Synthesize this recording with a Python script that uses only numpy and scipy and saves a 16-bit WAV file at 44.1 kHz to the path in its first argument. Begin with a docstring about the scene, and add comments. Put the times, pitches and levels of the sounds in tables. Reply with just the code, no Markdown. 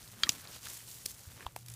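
"""Slow steps through dry grass, close to the microphone. From the start, blades swish against the legs
and crunch under the boots, over a light rumble of air; soles thud and drag. Near 0.25 s a hollow snap
and a sharp crack come in quick succession. A double crack follows just after 1 s, then two dull knocks
near 1.5 s, as of twigs or handled gear. A faint low hum swells at the end."""
import sys
import numpy as np
from scipy import signal
from scipy.fft import rfft, irfft
from scipy.io import wavfile

SR = 44100
rng = np.random.default_rng(int(sys.argv[2]) if len(sys.argv) > 2 else 0)


def transcribe(u):
    """Save the signal u as a 16-bit wav file named by the first command-line argument.

    u: samples, shape (n,) or (channels, n), limited to [-1, 1]; the rate is SR.
    q: integer samples, one column per channel.
    """
    v = np.clip(np.atleast_2d(u).T, -1, 1)
    q = np.round(v * 32767).astype(np.int16)
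    wavfile.write(sys.argv[1], SR, q)


N = 77175
T = np.arange(N) / SR
FREQS = np.fft.rfftfreq(N, 1 / SR)


def from_db(db):
    """Amplitude ratio: tenfold for every 20 dB."""
    return 10 ** (np.asarray(db) / 20)


def rms_one(x):
    """Normalisation to unit rms."""
    return x / np.sqrt(np.mean(x ** 2) + 1e-20)


def level(rows):
    """Amplitude envelope interpolated between (time [s], level [dB]) points."""
    return from_db(np.interp(T, *np.transpose(rows)))


def band(x, low_hz, high_hz):
    """Butterworth band-pass filtering."""
    sos = signal.butter(2, [low_hz, min(high_hz, SR / 2 - 500)], "band", fs=SR, output="sos")
    return signal.sosfilt(sos, x + 1e-18)


def coloured(x, colour):
    """Spectral shaping by a smooth curve, rolled off below its first point; unit rms."""
    hz, db = np.transpose(colour)
    f = np.maximum(FREQS, 1)
    gain = from_db(np.interp(np.log(f), np.log(hz), db)) / np.sqrt(1 + (hz[0] / f) ** 4)
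    return rms_one(irfft(rfft(x) * gain, N))


def drift(rate_hz):
    """Low-passed noise for slow random modulation; unit rms."""
    return rms_one(irfft(rfft(rng.standard_normal(N)) / (1 + (FREQS / rate_hz) ** 2), N))


def grains(per_s, spread_db, grain_s):
    """Shot noise: tiny decaying bursts of uneven size at random moments; unit rms."""
    onsets = rng.random(N) < per_s / SR
    sizes = onsets * from_db(spread_db * np.minimum(rng.exponential(1, N), 4))
    power = signal.lfilter([1], [1, -np.exp(-1 / (grain_s * SR))], sizes ** 2 + 1e-18)
    return rms_one(np.sqrt(power) * rng.standard_normal(N))


def grass():
    """Friction noise with small ticks: blades swish brightly on the legs and crunch darkly underfoot."""
    # envelopes of brushing and crushing: (time [s], level [dB])
    swish_levels = [(0, -55), (.17, -57.5), (.21, -52), (.28, -52), (.31, -45.5), (.37, -52), (.47, -57.5),
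                    (.55, -51), (.61, -58.5), (.65, -46.5), (.745, -46), (.78, -50.5), (.87, -54.5),
                    (.9, -48.5), (1.05, -53), (1.11, -46.5), (1.13, -55), (1.42, -56), (1.49, -62.5),
                    (1.555, -66.5), (1.575, -54.5), (1.61, -61), (1.65, -61.5), (1.75, -54)]
    crunch_levels = [(0, -63), (.17, -62), (.25, -51), (.36, -57), (.42, -57), (.46, -54.5), (.56, -54),
                     (.6, -65), (.67, -54), (.73, -60.5), (.86, -66), (.96, -65.5), (1.1, -68), (1.33, -62),
                     (1.42, -57), (1.47, -61.5), (1.53, -69), (1.63, -72), (1.69, -60.5), (1.75, -67.5)]
    # their spectra: (frequency [Hz], relative spectral density [dB])
    swish_colour = [(200, -14), (700, -14.5), (1500, -12.5), (3000, -4.5), (5000, -1.5), (7500, 1),
                    (11000, -1), (15000, -4)]
    crunch_colour = [(150, -2), (300, -5.5), (550, -1), (800, -2), (1400, 1), (2300, -2.5), (4200, -5.5),
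                     (7000, -12), (15000, -42)]
    brushing = rng.standard_normal(N) + from_db(-2.5) * grains(per_s=700, spread_db=3.5, grain_s=0.00036)
    crushing = rng.standard_normal(N) + from_db(0.5) * grains(per_s=450, spread_db=3.0, grain_s=0.00037)
    swish = level(swish_levels) * from_db(1.4 * drift(40)) * coloured(brushing, swish_colour)
    crunch = level(crunch_levels) * from_db(1.7 * drift(23)) * coloured(crushing, crunch_colour)
    return swish + crunch


def air():
    """Pressure fluctuations of air moving over the microphone make an uneven rumble."""
    # rumble spectrum: (frequency [Hz], relative spectral density [dB])
    colour = [(25, -15), (45, -6.5), (70, 0), (110, -0.5), (160, -4), (250, -12), (500, -18.5), (1200, -24),
              (4000, -34)]
    return from_db(-61 + 2.0 * drift(17)) * coloured(rng.standard_normal(N), colour)


def hum():
    """A faint low tone, randomly modulated in frequency and amplitude, swells at the end."""
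    # hum envelope: (time [s], level [dB])
    swell = [(0, -66), (1.48, -65), (1.6, -56), (1.7, -48.5), (1.75, -50.5)]
    pitch_hz = 116.8 + 3.2 * drift(13.5)
    tone = np.sin(2 * np.pi * np.cumsum(pitch_hz) / SR)
    return np.sqrt(2) * level(swell) * from_db(1.3 * drift(19)) * tone


def tear(envelope):
    """Tearing as a broadband transient: a whitened noise burst with the energy of its envelope."""
    spectrum = rfft(rng.standard_normal(N) * envelope)
    burst = irfft(spectrum / (np.abs(spectrum) + 1e-12), N) * envelope ** .25
    return burst * np.linalg.norm(envelope) / np.linalg.norm(burst)


def cracks():
    """Brittle fracture: fibres tear in milliseconds, giving a broad resonance, splinters and body."""
    # dry cracks: (time [s], level [dB], frequency [Hz], Q [-], decay [s], relative splinter level [dB])
    fractures = [(0.0282, -47, 5020, 1.9, .001, -9), (.076, -48.5, 4000, 3, 0.0011, -11),
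                 (0.2336, -28, 4940, 1.2, 0.001, -7.5), (0.2918, -14.5, 5860, 1.95, 0.0013, -5),
                 (0.2928, -18.5, 3360, 1.24, 0.0012, -11.5), (0.2998, -34, 5300, 0.58, .0012, 0),
                 (0.32, -38.5, 6300, 2.9, 0.0012, -4), (.473, -39.5, 4370, 3, 0.00088, -13),
                 (.669, -40.5, 1520, 2, 0.0026, -4), (.685, -39, 5960, 2.3, .001, -6),
                 (.741, -42, 10000, 1.3, 0.0023, -1), (1.0574, -32.5, 7540, 0.91, 0.00083, 2),
                 (1.0602, -24.5, 6650, 0.76, .0015, -0.5), (1.407, -41, 1610, 1.4, 0.001, -10),
                 (1.115, -41.5, 9000, 1, 0.0011, -7), (1.4647, -35.5, 3210, 3.5, 0.0011, -5.5),
                 (1.5617, -40.5, 2170, 1.2, 0.0019, 7), (1.661, -50.5, 7050, 0.75, .003, 4.5),
                 (1.6835, -47, 3050, 0.25, .003, 7), (1.699, -47, 8000, 1.4, 0.0042, -4),
                 (1.738, -46, 9000, 1, 0.0037, 0)]
    attack_s, body_db = 0.00052, -12.5
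    out = np.zeros(N)
    for s, db, hz, q, decay_s, splinter_db in fractures:
        age = np.maximum(T - s, 0)
        envelope = np.minimum(age / attack_s, 1) * np.exp(-np.clip((age - attack_s) / decay_s, 0, 20))
        excitation, fibres = tear(envelope), tear(envelope)
        edge = 1 + .5 / q
        low_hz, high_hz = hz / edge, hz * edge
        resonance = band(excitation, low_hz, high_hz) * np.sqrt(SR / 2 / (high_hz - low_hz))
        splinters = from_db(splinter_db) * band(fibres, 1900, 17000)
        body = from_db(body_db) * band(fibres, 200, 2700)
        out += from_db(db) * (resonance + splinters + body)
    return out


def bumps(rows):
    """Heavily damped oscillation: each soft contact swells and dies within a few cycles."""
    out = np.zeros(N)
    for s, db, hz, rise_s in rows:
        age = np.maximum(T - s, 0)
        rise = np.minimum(age / rise_s, 20)
        out += from_db(db) * rise * np.exp(1 - rise) * np.sin(2 * np.pi * hz * age)
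    return out


def thuds():
    """Weight meets the ground in slow impacts, so the energy lies at low frequencies."""
    # footfalls: (time [s], level [dB], frequency [Hz], rise time [s])
    footfalls = [(.115, -58, 110, .006), (.232, -47, 60, 0.0065), (.293, -42, 110, 0.004),
                 (1.272, -43.5, 90, 0.0071), (1.459, -39, 65, 0.0051), (1.69, -53, 65, 0.022)]
    return bumps(footfalls)


def scuffs():
    """Sliding friction of soles and cloth: gritty band noise under a Gaussian envelope."""
    # drags: (peak time [s], level [dB], centre frequency [Hz], half-length [s])
    drags = [(0.223, -59.5, 217, 0.1), (0.358, -60.5, 210, 0.043), (0.398, -61, 1800, 0.031),
             (0.487, -58.5, 440, .03), (0.811, -59, 2200, 0.021), (0.548, -52, 4130, 0.036),
             (0.657, -50.5, 3920, 0.029), (0.962, -66.5, 300, .03), (1.208, -62.5, 546, 0.014),
             (1.41, -60, 277, 0.042), (1.42, -57, 1690, 0.017)]
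    edge = 1.57  # frequency ratio from band centre to edge
    out = np.zeros(N)
    for s, db, hz, half_s in drags:
        grit = rng.standard_normal(N) + grains(per_s=350, spread_db=3.5, grain_s=.0004)
        envelope = np.exp(-np.minimum(((T - s) / half_s) ** 2, 20))
        out += from_db(db) * envelope * rms_one(band(grit, hz / edge, hz * edge))
    return out


def hollow_snap():
    """Modal ringing: each quick slip of the snap excites the same short-lived resonances."""
    # slips as it gives way: (time [s], level [dB])
    slips = [(0.2343, -14), (0.2361, -21), (0.241, -29.5)]
    # hollow resonances: (frequency [Hz], relative level [dB], time to fall 60 dB [s])
    modes = [(1332, -6.5, 0.023), (1890, -7.5, 0.022), (2340, -11.5, 0.013), (3220, -2.5, 0.022),
             (3760, -9, 0.025), (4060, -9.5, 0.018), (4600, -5.5, 0.021), (4900, -12, 0.017),
             (5600, -11, 0.0046), (6900, -11, 0.01), (10740, -20.5, 0.0093)]
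    out = np.zeros(N)
    for s, db in slips:
        age = np.maximum(T - s, 0)
        for k, (hz, mode_db, t60) in enumerate(modes):
            envelope = from_db(db + mode_db - 60 * np.minimum(age / t60, 4))
            out += (-1) ** k * envelope * np.sin(2 * np.pi * hz * age)
    return band(out, 1150, 14600)


def knocks():
    """Brief impacts, dull because damping stops them ringing on."""
    # contacts: (time [s], level [dB], frequency [Hz], rise time [s])
    contacts = [(.2677, -35.5, 1860, 0.0012), (.266, -39, 261, 0.0026), (.273, -41, 1170, 0.0028),
                (.2925, -37.5, 232.5, 0.0027), (.2925, -35.5, 1060, 0.00046), (1.059, -41.5, 413, .001),
                (1.4652, -27, 983, 0.00083), (1.5628, -30, 830, 0.00058)]
    return band(bumps(contacts), 174, 9000)


def scatter(x, gain_db=-16.5, decay_s=0.0092):
    """Diffuse reflection from clothes and ground gives a short, weak tail in the open air."""
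    tail = rng.standard_normal(N) * np.exp(-np.minimum(T / decay_s, 20))
    return from_db(gain_db) * signal.fftconvolve(x, tail / np.linalg.norm(tail))[:N]


def scene():
    """Superposition of all sources in one channel; only snap, cracks and knocks are scattered."""
    hits = cracks() + hollow_snap() + knocks()
    return (hits + scatter(hits) + grass() + thuds() + scuffs() + air() + hum())[None]


def record(dry, cutoff_hz=15450):
    """Band limiting: an elliptic low-pass cuts the top treble steeply."""
    return signal.sosfilt(signal.ellip(10, .2, 70, cutoff_hz, fs=SR, output="sos"), dry)


dry = scene()
out = record(dry)
transcribe(out)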